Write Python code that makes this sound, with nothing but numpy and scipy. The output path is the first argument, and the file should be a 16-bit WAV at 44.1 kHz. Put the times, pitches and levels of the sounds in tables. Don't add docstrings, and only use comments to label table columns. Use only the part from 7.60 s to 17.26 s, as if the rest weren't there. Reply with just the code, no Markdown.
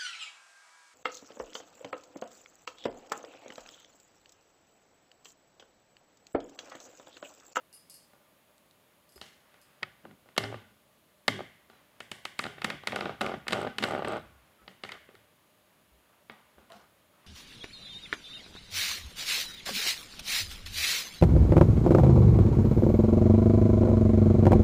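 import sys
import numpy as np
from scipy import signal
from scipy.fft import rfft, irfft, next_fast_len
from scipy.io import wavfile
from scipy.ndimage import uniform_filter1d, map_coordinates

SR = 44100
rng = np.random.default_rng(int(sys.argv[2]) if len(sys.argv) > 2 else 0)


def invert_db(level):
    return 10 ** (np.asarray(level, dtype=float) / 20)


def file_out(sig):
    cols = np.atleast_2d(sig).T
    lim = np.clip(cols, -1, 1)
    pcm = np.round(lim * 32767).astype(np.int16)
    wavfile.write(sys.argv[1], SR, pcm)


N = 426178

# centre [Hz], width [Hz], level [dB].
SHELL_MODES = [(918, 160, 4), (1262, 66, 9.5), (1400, 144, 1), (1813, 135, 9), (2155, 195, 10.5),
               (2560, 110, 6.5)]
LID_MODES = [(2930, 410, 6), (3950, 380, 5.5), (4340, 570, 4), (5100, 1070, -8.5)]
JOINT_MODES = [(364, 92, 0.5), (606, 150, 0.5), (798, 100, 0.5), (1200, 65, -0.5), (1442, 91, 0.5),
               (2450, 2900, -14.5), (3405, 960, -13)]
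LEG_MODES = [(112.3, 8.4, 1), (145.7, 9.4, 0.5), (221, 71, 1)]


def unit(x):
    return x / np.sqrt(np.mean(x ** 2) + 1e-20)


def noise():
    return rng.standard_normal(N)


def along(points, hz):
    f, v = np.transpose(points)
    return np.interp(np.log(hz + 1), np.log(f + 1), v)


def filtered(x, response):
    m = next_fast_len(len(x) + min(len(x), SR // 2))
    return irfft(rfft(x, m) * response(np.fft.rfftfreq(m, 1 / SR)), m)[:len(x)]


def modes(table):
    def response(f):
        return sum((-1) ** k * invert_db(db) * 1j * f * width / (hz * hz - f * f + 1j * f * width)
                   for k, (hz, width, db) in enumerate(table))
    return response


def band(x, lo_hz, hi_hz):
    edges_hz = [lo_hz, min(hi_hz, SR / 2.1)]
    return signal.sosfilt(signal.butter(2, edges_hz, "bandpass", fs=SR, output="sos"), x)


def add(out, s, x):
    i = int(round(s * SR))
    out[i:i + len(x)] += x[:len(out) - i]


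def crackle(t, tau_s):
    shape = (1 - np.exp(-t / tau_s * 5)) * np.exp(-t / tau_s)
    z = rfft(shape * rng.standard_normal(len(t)))
    return irfft(z / abs(z) ** .45, len(t)) * np.minimum(shape * 30, 1)


def series(start_s, length_s, db, gap_s, scatter, spread_db, larger):
    draw = rng.random((60, 2))
    gaps_s = gap_s * (1 + scatter * np.sqrt(12) * (draw[:, 0] - .5))
    s = start_s + np.cumsum(gaps_s)
    distance_s = abs(s[:, None] - np.transpose(larger)[0]).min(axis=1)
    free = (s < start_s + length_s) & (distance_s > gap_s / 2)
    levels_db = db + spread_db * (1 + np.log(draw[:, 1]))
    return list(zip(s[free], levels_db[free]))


def floor():
    # frequency [Hz], density [dB per Hz].
    air = [(15, -43.5), (25, -17), (172, -0.5), (483, -5), (584, -3.5), (746, -7.5), (1150, -7.5),
           (1320, -12), (3230, -12), (5720, -20.5), (6550, -21), (13300, -17), (15200, -18), (16500, -33.5)]
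    # centre [Hz], width [Hz], level [dB].
    fan = [(596, 70, -77), (1195, 44, -85), ]
    # centre [Hz], width [Hz], level [dB].
    circuit = [(6725, 45, -88.5), (10040, 90, -84.5), (13420, 110, -89)]
    # time [s], level [dB].
    stir = [(0, -67), (.5, -69.5), (1.6, -68), (1.95, -59), (2.3, -65.5), (3.2, -73), (4.2, -63),
            (6.9, -62.5), (8, -66.5), (9.5, -66.5), (9.66, -59.5)]
    out = invert_db(-67) * unit(filtered(noise(), lambda f: invert_db(along(air, f))))
    for hz, width_hz, db in fan:
        out += invert_db(db) * unit(filtered(noise(), lambda f: 1 / (1 + ((f - hz) / width_hz * 2) ** 2)))
    for hz, width_hz, db in circuit:
        shake = np.sqrt(2 * np.pi * abs(width_hz) / SR) * noise()
        out += invert_db(db + 4) * np.sin(np.cumsum(2 * np.pi * hz / SR + shake))
    lumps = map_coordinates(rng.standard_normal(200), [np.arange(N) * 14 / SR])
    stir_db = np.interp(np.arange(N) / SR, *np.transpose(stir)) - 8.0 + 1.6 * lumps
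    return out + invert_db(stir_db) * unit(band(noise(), 530, 2400))


def brush():
    # start [s], level [dB], t60 [s], low edge [Hz], top edge [Hz].
    brushes = [(1.618, -55, 0.52, 770, 5600), (9.105, -54.5, 0.6, 630, 1540), (9.12, -60, 0.44, 1900, 5500),
               (4.1, -70, 0.46, 550, 4300), (6.62, -65, 0.89, 620, 1600), (4.41, -68, .3, 7000, 9600),
               (4.52, -63, .3, 7600, 9600), (4.66, -68, .3, 7000, 9600), (4.797, -56, .4, 6500, 9700),
               (5.89, -62, .2, 4500, 9000), (8.49, -68, .9, 600, 1300), (9.52, -68, .7, 900, 1400),
               (8.71, -58, 0.61, 750, 1200), (6.245, -52, .5, 2500, 4100)]
    out, t = np.zeros(N), np.arange(SR // 2) / SR
    for s, db, t60, lo_hz, hi_hz in brushes:
        lumps = unit(uniform_filter1d(rng.standard_normal(len(t)), 300))
        level = invert_db(db + 2.5 * lumps - 60 * t / t60) * (1 - np.exp(-t / 0.0071))
        add(out, s, level * unit(band(rng.standard_normal(len(t)), lo_hz, hi_hz)))
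    return out


def bell():
    # time [s], peak [dB], low modes [dB], side modes [dB], rattle [dB].
    strikes = [(0.1281, -39, -10, -14, -4), (0.1366, -34.5, -17, -3.5, -18), (0.1474, -43, -30, -26, -2.5),
               (0.298, -32, -26, -11.5, -5), (0.303, -38.5, -12, -10, -1.5), (0.3411, -36.5, -12, -12, -4),
               (.351, -42, -19, -20, -5.5), (1.492, -47.5, -16, -15, -2.5), (1.5219, -48, -19, -13, 0.5),
               (1.5592, -42, -11, -18.5, -3), (2.0148, -48.5, -12, -11, 0.5)]
    # frequency [Hz], level [dB], t60 [s].
    chime = [(2830, -10, .25), (4410, -6, .4), (4510, -6, .35), (4960, -6, .36), (5020, 0, .46),
             (5240, -8, .3), (9210, -11, .25), (9680, -3, .19), (10040, -6, .22), (11550, -3, .17),
             (11590, -6, .17), (11700, -9, .15)]
    # centre [Hz], width [Hz], level [dB].
    hollow = [(4860, 440, -6), (8000, 1600, -8.5), (10300, 3400, -13.5)]
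    flutter_db, flutter_rad = 2.6, .45
    out, t = np.zeros(N), np.arange(SR // 2) / SR
    hz, mode_db, t60 = np.transpose(chime)[:, :, None]
    for s, db, low_db, side_db, rattle_db in strikes:
        flutter = uniform_filter1d(rng.standard_normal((2, len(hz), len(t))), 500) * 22
        group_db = np.where(hz < 6000, low_db + 4.0, np.where(hz < 9900, side_db + 5.5, -4))
        ring_db = mode_db + rng.normal(0, 1.9, hz.shape) + group_db + flutter_db * flutter[0]
        tones = np.sin(2 * np.pi * hz * t + flutter_rad * flutter[1])
        ring = (invert_db(ring_db - 60 * t / t60) * tones).sum(axis=0)
        fade = invert_db(-2.5 - 60 * t / 0.0082) + invert_db(-13.5 - 60 * t / 0.45)
        rattle = invert_db(rattle_db) * fade * 3 * filtered(rng.standard_normal(len(t)), modes(hollow))
        add(out, s, invert_db(db) * (invert_db(-16.5) * ring + rattle))
    return out


def chatter():
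    # centre [Hz], width [Hz], level [dB].
    panel = [(3900, 470, 0.0), (3000, 500, -5.0)]
    start_s, gap_s, fade_db = 6.5795, 0.016, 4.5
    blows = np.zeros(N)
    k = np.arange(7)
    at = ((start_s + gap_s * k) * SR).astype(int)
    blows[at] = invert_db(-fade_db * k + rng.normal(0, 1, len(k)))
    ticks = filtered(filtered(blows, modes(panel)), modes(panel))
    return invert_db(-45) * ticks / abs(ticks).max()


def single_tones():
    # start [s], length [s], frequency [Hz], level [dB], fade t60 [s].
    moans = [(2.806, 0.17, 112, -42.5, 0.12), (2.99, 0.13, 210, -65.5, 0.49),
             (3.692, 0.048, 108.8, -43, 0.29), (4.86, 0.34, 146, -56.5, .2), (6.576, 0.19, 70, -59, .5),
             (8.315, 0.025, 62, -58, 0.31), (8.704, 0.023, 1900, -60.5, 0.22), (8.963, 0.025, 63, -59, 0.2),
             (9.102, 0.059, 692, -54, 0.15), (9.125, 0.023, 1100, -58, 0.22), (9.098, .008, 1040, -55, .06),
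             (3.74, 0.058, 379, -45, 0.083), (7.56, .041, 100, -64, .21), (6.088, 0.04, 1510, -54, .08),
             (6.599, 0.059, 1100, -67, 0.96), (1.559, 0.0059, 367, -50.5, 0.06),
             (2.4505, 0.004, 323, -43.5, 0.052), (1.561, 0.025, 68, -57, 0.19),
             (7.016, 0.025, 52, -60, .21), (7.085, 0.025, 195, -55, .12), (7.245, .03, 200, -53, .12),
             (7.543, 0.005, 416, -49, 0.029), (8.705, 0.023, 207, -55.5, 0.11),
             (9.15, 0.021, 207, -55, 0.095), (2.787, 0.119, 388, -42.5, 0.059), (2.83, 0.083, 275, -47, .1),
             (4.105, .07, 3950, -72, .25), (3.69, .05, 2130, -47, .4), (3.69, .05, 3250, -52.5, .3),
             (2.79, .05, 2100, -51, .3), (1.557, .01, 5020, -59, .07), (2.942, .006, 400, -42, .05),
             (6.25, .06, 600, -44, .12), (8.71, .02, 1250, -64, .2), (6.7, .05, 1400, -70, .4),
             (8.975, .012, 650, -60, .06), (9.645, .015, 1150, -62, .1), (3.683, .02, 270, -40, .1),
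             (5.36, .06, 205, -43, .15), (.532, .01, 1200, -66, .1), (6.985, .04, 1300, -64, .1)]
    out = np.zeros(N)
    t = np.arange(SR // 2) / SR
    for s, held_s, hz, db, t60 in moans:
        drift = uniform_filter1d(rng.standard_normal((2, len(t))), 700)
        fade_db = 60 * np.maximum(t - held_s, 0) / t60
        level = invert_db(db - 0.5 + 2.0 * np.sqrt(hz) * drift[0] - fade_db) * (1 - np.exp(-t * hz / 0.5))
        phase = 2 * np.pi * np.cumsum(hz + 16 * np.sqrt(hz) * drift[1]) / SR
        add(out, s, level * np.sin(phase))
    return out


def sway(jolts):
    rest_db, sway_db, t60_s = -82.5, -18.5, 0.7
    keep = invert_db(-60 / t60_s / SR)
    shake = signal.lfilter([1 - keep], [1, -keep], abs(jolts))
    return (invert_db(rest_db) + invert_db(sway_db) * shake) * unit(band(noise(), 55, 140))


def grit():
    # time [s], peak [dB].
    ticks = [(.537, -57), (.981, -44), (4.783, -44), (1.111, -43.5), (6.005, -37), (6.0169, -32),
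             (6.032, -34), (6.2472, -30), (6.2763, -34), (6.2873, -33), (6.3109, -30.5), (6.3233, -37),
             (6.3432, -44), (6.3865, -44), (6.477, -38), (6.4837, -29), (6.4955, -46), (6.5146, -41),
             (6.5225, -34), (6.5687, -39), (8.72, -46), (6.2655, -39), (6.4305, -50), (6.45, -39),
             (6.4568, -42), (6.5285, -45), (6.537, -43), (6.556, -50), (6.5955, -52), (6.357, -46)]
    # start [s], length [s], level [dB].
    spells = [
        (5.95, .085, -49),
        (6.246, .11, -45),
        (6.43, .14, -60),
    ]
    grain_modes = [(3920, 600, 1.0), (8100, 560, 2.0), (11300, 2600, -12.0)]  # Hz, width Hz, dB
    out, t = np.zeros(N), np.arange(256) / SR
    grains = list(ticks)
    for start_s, length_s, db in spells:
        grains += series(start_s, length_s, db, gap_s=.006, scatter=.2, spread_db=7, larger=ticks)
    for s, db in grains:
        tick = filtered(crackle(t, 0.00019), modes(grain_modes))
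        add(out, s, invert_db(db - 3.5) * tick / abs(tick).max())
    return out


def creak():
    # start [s], length [s], slips [dB], rubbing [dB], legs [dB].
    drags = [(2.438, 0.12, -72, -65, -52.5), (2.777, 0.2, -39.5, -49.5, -48),
             (3.691, 0.18, -57, -77, -45.5), (4.81, 0.092, -55, -68, -51), (5.034, 0.13, -50, -38.5, -42),
             (5.283, .28, -34, -41, -45.5), (5.61, 0.185, -40, -37.5, -39.5),
             (5.889, 0.23, -35, -37.5, -38), (6.19, 0.27, -36, -36.5, -37.5), (6.443, 0.17, -40, -37, -40),
             (7.282, 0.11, -56, -46.5, -58), (9.098, 0.17, -65, -55.5, -73)]
    # time [s], peak [dB].
    catches = [(2.833, -28), (2.9262, -23), (2.943, -25), (3.7922, -24), (3.8062, -21.5), (5.3308, -21),
               (5.3458, -28), (5.369, -24), (5.389, -22), (5.4235, -24), (5.4669, -22.5), (5.4946, -20.5),
               (5.622, -21), (5.6322, -22), (5.6448, -21), (5.6557, -24), (5.6733, -23), (5.6841, -24.5),
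               (5.6946, -21.5), (5.706, -29), (5.7178, -23.5), (5.7395, -22.5), (5.7474, -33), (5.942, -24),
               (5.9502, -21.5), (5.9595, -21.5), (5.9683, -21), (5.9801, -22.5), (5.9903, -22),
               (5.9987, -26), (6.014, -21), (6.0283, -20.5), (6.048, -18.5), (6.0674, -20), (6.076, -28),
               (6.2532, -19), (6.2612, -25), (6.2725, -23.5), (6.2836, -21.5), (6.2977, -24), (6.3087, -20),
               (6.3213, -19), (6.3354, -18.5), (6.3499, -18), (6.363, -21.5), (6.3782, -22.5), (6.393, -19),
               (6.4016, -30), (6.4223, -19), (6.4473, -18), (6.4743, -21), (6.4937, -19), (6.5046, -23),
               (6.5203, -18.5), (6.5334, -18.5), (6.5424, -26), (6.5506, -25), (6.5603, -21.5),
               (6.5686, -25), (6.5766, -25),
               (5.376, -29), (5.432, -31), (5.445, -27), (5.476, -29), (5.505, -32), (5.521, -32.5),
              (5.937, -24), (6.4555, -25), (6.4655, -30), (6.483, -25), (6.514, -22), (6.527, -24),
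              (6.5375, -26), (6.43, -29), (2.846, -28), (2.856, -31.5), (2.806, -28)]
    stick_s = 0.034
    larger = catches
    slips = list(larger)
    for s, length_s, slip_db, *_ in drags:
        slips += series(s + stick_s, length_s - 2 * stick_s, slip_db, gap_s=.0125, scatter=.13,
                        spread_db=4, larger=larger)

    push = np.zeros(N)
    for (s, db), z in zip(slips, rng.standard_normal((400, 81))):
        phase = np.linspace(0, 7.6 + .6 * z[0], 80) + .03 * np.cumsum(z[1:])
        add(push, s - .0019, invert_db(db + 3.0) * np.hanning(80) * np.sin(phase))
    body = modes(SHELL_MODES + LID_MODES)
    rasp = band(filtered(push * noise(), body), 1200, 4100)
    out = filtered(push, modes(JOINT_MODES)) + invert_db(-14) * rasp

    rubs = [unit(filtered(noise(), part)) for part in (modes(JOINT_MODES), modes(LEG_MODES), body)]
    joint_rub, leg_rub, body_rub = [unit(band(rub, 60, 3600)) for rub in rubs]
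    shaken = np.sqrt(abs(uniform_filter1d(out ** 2, 250, origin=100)))
    shaken /= np.sqrt(abs(uniform_filter1d(out ** 2, 4000)) + 1e-6)
    joint_rub *= 0.44 + 0.73 * shaken
    body_rub *= .6 + 0.65 * shaken
    for s, length_s, _, rub_db, legs_db in drags:
        on = slice(int(s * SR), int((s + length_s) * SR))
        u = np.linspace(0, 1, on.stop - on.start)
        arch_db = rub_db - 6 * (2 * u - .9) ** 2
        rubbing = invert_db(arch_db - 3) * joint_rub[on]
        rubbing += invert_db(legs_db - 2.5 - 8 * u ** 2.54) * leg_rub[on]
        rubbing += invert_db(arch_db - 20) * body_rub[on]
        out[on] += rubbing * signal.windows.tukey(len(u), .12)
    return out


def releases():
    # time [s], peak [dB], dull, sharp and bright parts [dB].
    hard = [(1.6139, -36.5, -7, -0.5, -7.5), (2.7781, -12.5, -10, -9.5, -14.5),
            (3.68, -11.5, -13, -6.5, -15), (4.404, -33, -10.5, -12.5, -10.5),
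            (4.5155, -27.5, -14, -7.5, -9), (4.6522, -24.5, -16.5, -9.5, -13.5),
            (4.791, -19.5, -17, -11, -12), (5.0443, -16, -12.5, -11.5, -15), (5.1009, -18, -18, -18, -22.5),
            (5.2717, -17.5, -18.5, -11, -16.5), (5.3599, -26, -4, -5.5, -9), (5.6138, -24.5, -5, -6.5, -10),
            (5.881, -20, -20, -11, -14.5), (5.9296, -19, -6.5, -9, -15.5), (6.1834, -22.5, -11, -8.5, -14),
            (6.2374, -17.5, -9.5, -11.5, -16), (7.0782, -37, -8.5, -8.5, -45), (7.236, -28.5, -13, -8, -28),
            (7.2906, -31.5, -22, -18, -21), (7.3189, -29.5, -21, -12.5, -18),
            (8.6972, -33.5, -12, -17.5, -38)]
    # time [s], peak [dB], dull part [dB], edge [dB].
    settles = [(2.2244, -44, -3.5, -31), (2.7646, -39, -4, -5.5), (2.838, -31, -7, -10.5),
               (2.9436, -43, 1, -22), (4.824, -38, -9, -18), (4.8386, -25, -14.5, -12),
               (4.8526, -36, 2, -24), (4.8647, -32.5, -4, -11), (4.9814, -40, -5, -24),
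               (5.0178, -27, -17, -14), (5.2832, -36.5, -4, -7), (5.3211, -27.5, -14, -17),
               (5.4077, -23.5, -11, -13), (5.456, -30.5, -2.5, -22), (5.6088, -29, -0.5, -7.5),
               (5.663, -24, -12, -14), (5.8681, -32, -6.5, -26), (5.9075, -37.5, 0, -1),
               (5.923, -27, -7, -5), (6.0721, -33, -4.5, -22), (6.2246, -29, -4, -6),
               (6.2295, -25.5, -29, -11), (6.4479, -30.5, -2.5, -17), (6.4743, -36, 5, -21),
               (7.2483, -35, -12, -12.5)]
    # time [s], peak [dB], dull part [dB], edge [dB].
    taps = [(0.534, -61.5, 1.5, -11), (1.561, -62.5, 2.5, -9), (1.9415, -52, -8.5, -10),
            (2.27, -67, -36, -20), (2.6582, -69.5, 11, -11), (2.6878, -49.5, -7, -17),
            (4.0989, -53.5, 1, -9), (4.132, -56, -6, -25), (5.2352, -44, -0.5, -10),
            (7.017, -74.5, 16.5, -16), (7.1115, -53, -6.5, -27), (7.489, -51, 1, -18.5),
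            (7.5451, -56, -29, -21.5), (7.552, -47, -9, -11.5), (8.981, -64, 12, -10),
            (9.1016, -53, -8, -5), (9.12, -50.5, -0.5, -1)]
    # time [s], peak [dB], dull, sharp and bright parts [dB].
    touches = [
        (1.577, -50.5, -8, -13, -8),
        (2.2297, -18, -24, -17.5, -29.5),
        (2.452, -54.5, 13, -25, -40),
        (2.5108, -52, -1, -16, -34),
    ]

    def edged(rows, slope, offset_db):
        return [(s, db, dull, edge, slope * edge + offset_db) for s, db, dull, edge in rows]

    kinds = [(hard, -9), (edged(settles, 1.06, -6.5), -6.5), (edged(taps, 1.3, -1.5), -3), (touches, -16)]
    out = []
    for rows, wet_db in kinds:
        mean_db = np.mean(rows, axis=0)[1]
        out += [(*row, wet_db - 0.2 * (row[1] - mean_db)) for row in rows]
    return out


def coloured(x, s):
    # time [s], centre [Hz], gain [dB].
    colours = [(1.6139, 450, -11), (1.6139, 1990, -12), (1.6139, 3100, -7), (1.6139, 8300, -6),
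               (2.2295, 570, 5), (2.2295, 864, -8), (2.2295, 1160, 5.5), (2.7781, 1530, 0), (2.7781, 5100, 4),
               (2.7781, 3100, -1), (2.838, 1170, -11), (2.838, 3480, -8.5), (2.838, 570, 6.5),
               (3.68, 1350, -7), (3.68, 2570, -6.5), (4.404, 850, -8), (4.404, 2900, 6), (4.5155, 830, 5.5),
               (4.5155, 1510, -13), (4.5155, 4000, -5), (4.6522, 355, 9), (4.6522, 2550, 2.5),
               (4.791, 1190, 8.5), (4.791, 2000, -3.5), (4.791, 4500, 5.5), (5.0178, 2600, 8.5),
               (5.0178, 900, -1), (5.0443, 850, -7), (5.0443, 3100, -4), (5.1009, 800, -15),
               (5.1009, 2000, -9), (5.1009, 3100, 4), (5.3599, 5000, 4), (5.3599, 3900, -10),
               (5.6138, 2550, 8.5), (5.6138, 3150, -10), (5.881, 2000, -5), (5.881, 1500, 3.5),
               (5.9296, 850, 2.5), (5.9296, 3150, -3), (5.9296, 8300, 6.5), (6.1834, 2000, -9),
               (6.1834, 2530, 8), (6.1834, 350, -9), (6.2374, 650, 6.5), (6.2374, 1500, 6),
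               (6.2374, 2550, 2.5), (7.0782, 1280, 7), (7.0782, 6300, -5), (7.236, 2000, -5),
               (7.236, 3150, -3), (7.236, 8300, 11), (7.3189, 570, 5), (7.3189, 1170, -4), (2.838, 5100, 12),
               (2.838, 1750, 8), (2.7781, 6300, 4.5), (3.68, 2100, 4), (3.68, 1010, -5), (8.981, 1300, -10)]
    rows = [row[1:] for row in colours if abs(row[0] - s) < .004]

    def bump(f):
        gain = 1
        for hz, db in rows:
            width = 1j * f * hz * 0.17
            gain = gain * (hz * hz - f * f + width * invert_db(db / 2)) / (hz * hz - f * f + width / invert_db(db / 2))
        return gain
    return filtered(x, bump) if rows else x


def snaps():
    # frequency [Hz], density [dB per Hz].
    crack = [(3410, -13.5), (5800, 5), (6600, 8), (7500, 11), (9220, 7), (9800, 6.5), (12100, 2),
             (16500, -28)]
    # centre [Hz], width [Hz], level [dB].
    afar = [(1131, 330, 0.5), (1534, 310, 4.5), (2110, 420, 4), (2660, 500, -1), (3180, 930, -5.5)]
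    near, far = np.zeros((2, N))
    t = np.arange(SR // 6) / SR
    click = 1. * (t == 0)

    def top(f):
        return invert_db(along(crack, f)) * (f > 5000)

    def low(f):
        return modes(JOINT_MODES)(f) + invert_db(-0.5) * modes(LEG_MODES)(f)

    def soft(part):
        return lambda f: part(f) / (1 - (f / 5200) ** 2 + .9j * f / 5200) ** 2

    paths = soft(modes(SHELL_MODES)), soft(low), soft(modes(LID_MODES)), top
    rings = [unit(filtered(click, path)) for path in paths]
    spray = invert_db(-6.5) * unit(band(click, 900, 6500))
    blurred = unit(filtered(click, soft(modes(afar))))
    echoes = blurred, rings[1], invert_db(-5.5) * rings[2] + spray, rings[3]
    for s, db, dull_db, sharp_db, bright_db, wet_db in releases():
        burst = crackle(t[:1024], 0.0025 * invert_db(0.13 * (db + 20.0)))
        burst = np.pad(burst, (0, len(t) - len(burst)))
        parts = [*signal.fftconvolve(burst[None], rings[:3], axes=1)[:, :len(t)], filtered(burst, top)]
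        pad_hz = min(9000 * invert_db(.33 * (db + 19.5)), SR / 2.2)
        parts[1] = signal.sosfilt(signal.butter(2, pad_hz, fs=SR, output="sos"), parts[1])
        levels_db = db - 0.5, db + dull_db + 8.5, db + sharp_db + 7.5, db + bright_db + 1.5
        parts = [invert_db(level) * p / abs(p).max() for p, level in zip(parts, levels_db)]
        add(near, s - .0006, coloured(sum(parts), s))
        echo = sum(ring * np.linalg.norm(p) / np.sqrt(len(t)) for ring, p in zip(echoes, parts))
        add(far, s, invert_db(wet_db) * echo)
    return near, far


def room(x):
    # frequency [Hz], t60 [s].
    decay = [(100, 0.67), (500, 0.31), (2000, 0.64), (5000, 0.45), (10000, 0.47), (16000, 0.14)]
    out, step = np.zeros(N), SR // 4
    for i in range(0, N, step):
        hz, t, z = signal.stft(rng.standard_normal(SR * 3 // 4), SR, nperseg=256)
        tail = signal.istft(z * invert_db(-60 * t / along(decay, hz)[:, None]), SR, nperseg=256)[1]
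        add(out, i / SR + .006, signal.fftconvolve(x[i:i + step], tail / np.linalg.norm(tail)))
    return out


def scene():
    near, far = snaps()
    rub = creak() + grit()
    toy = bell()
    walls = room(far + invert_db(-15.5) * rub + invert_db(-13.5) * toy)
    stand = near + rub + single_tones() + sway(near + rub) + chatter()
    return (stand + toy + walls + floor() + brush())[None]


def low_pass(x):
    return signal.sosfilt(signal.butter(12, 16750, fs=SR, output="sos"), x)


def record(dry):
    def path(f):
        bass = (f / 45) ** 2 / np.sqrt(1 + (f / 45) ** 4)
        return np.where(f < 15900, 1, invert_db(-22)) * (f < 16750) * bass
    heard = filtered(dry[0], path)
    return low_pass(heard[None])


dry = scene()
out = record(dry)
file_out(out)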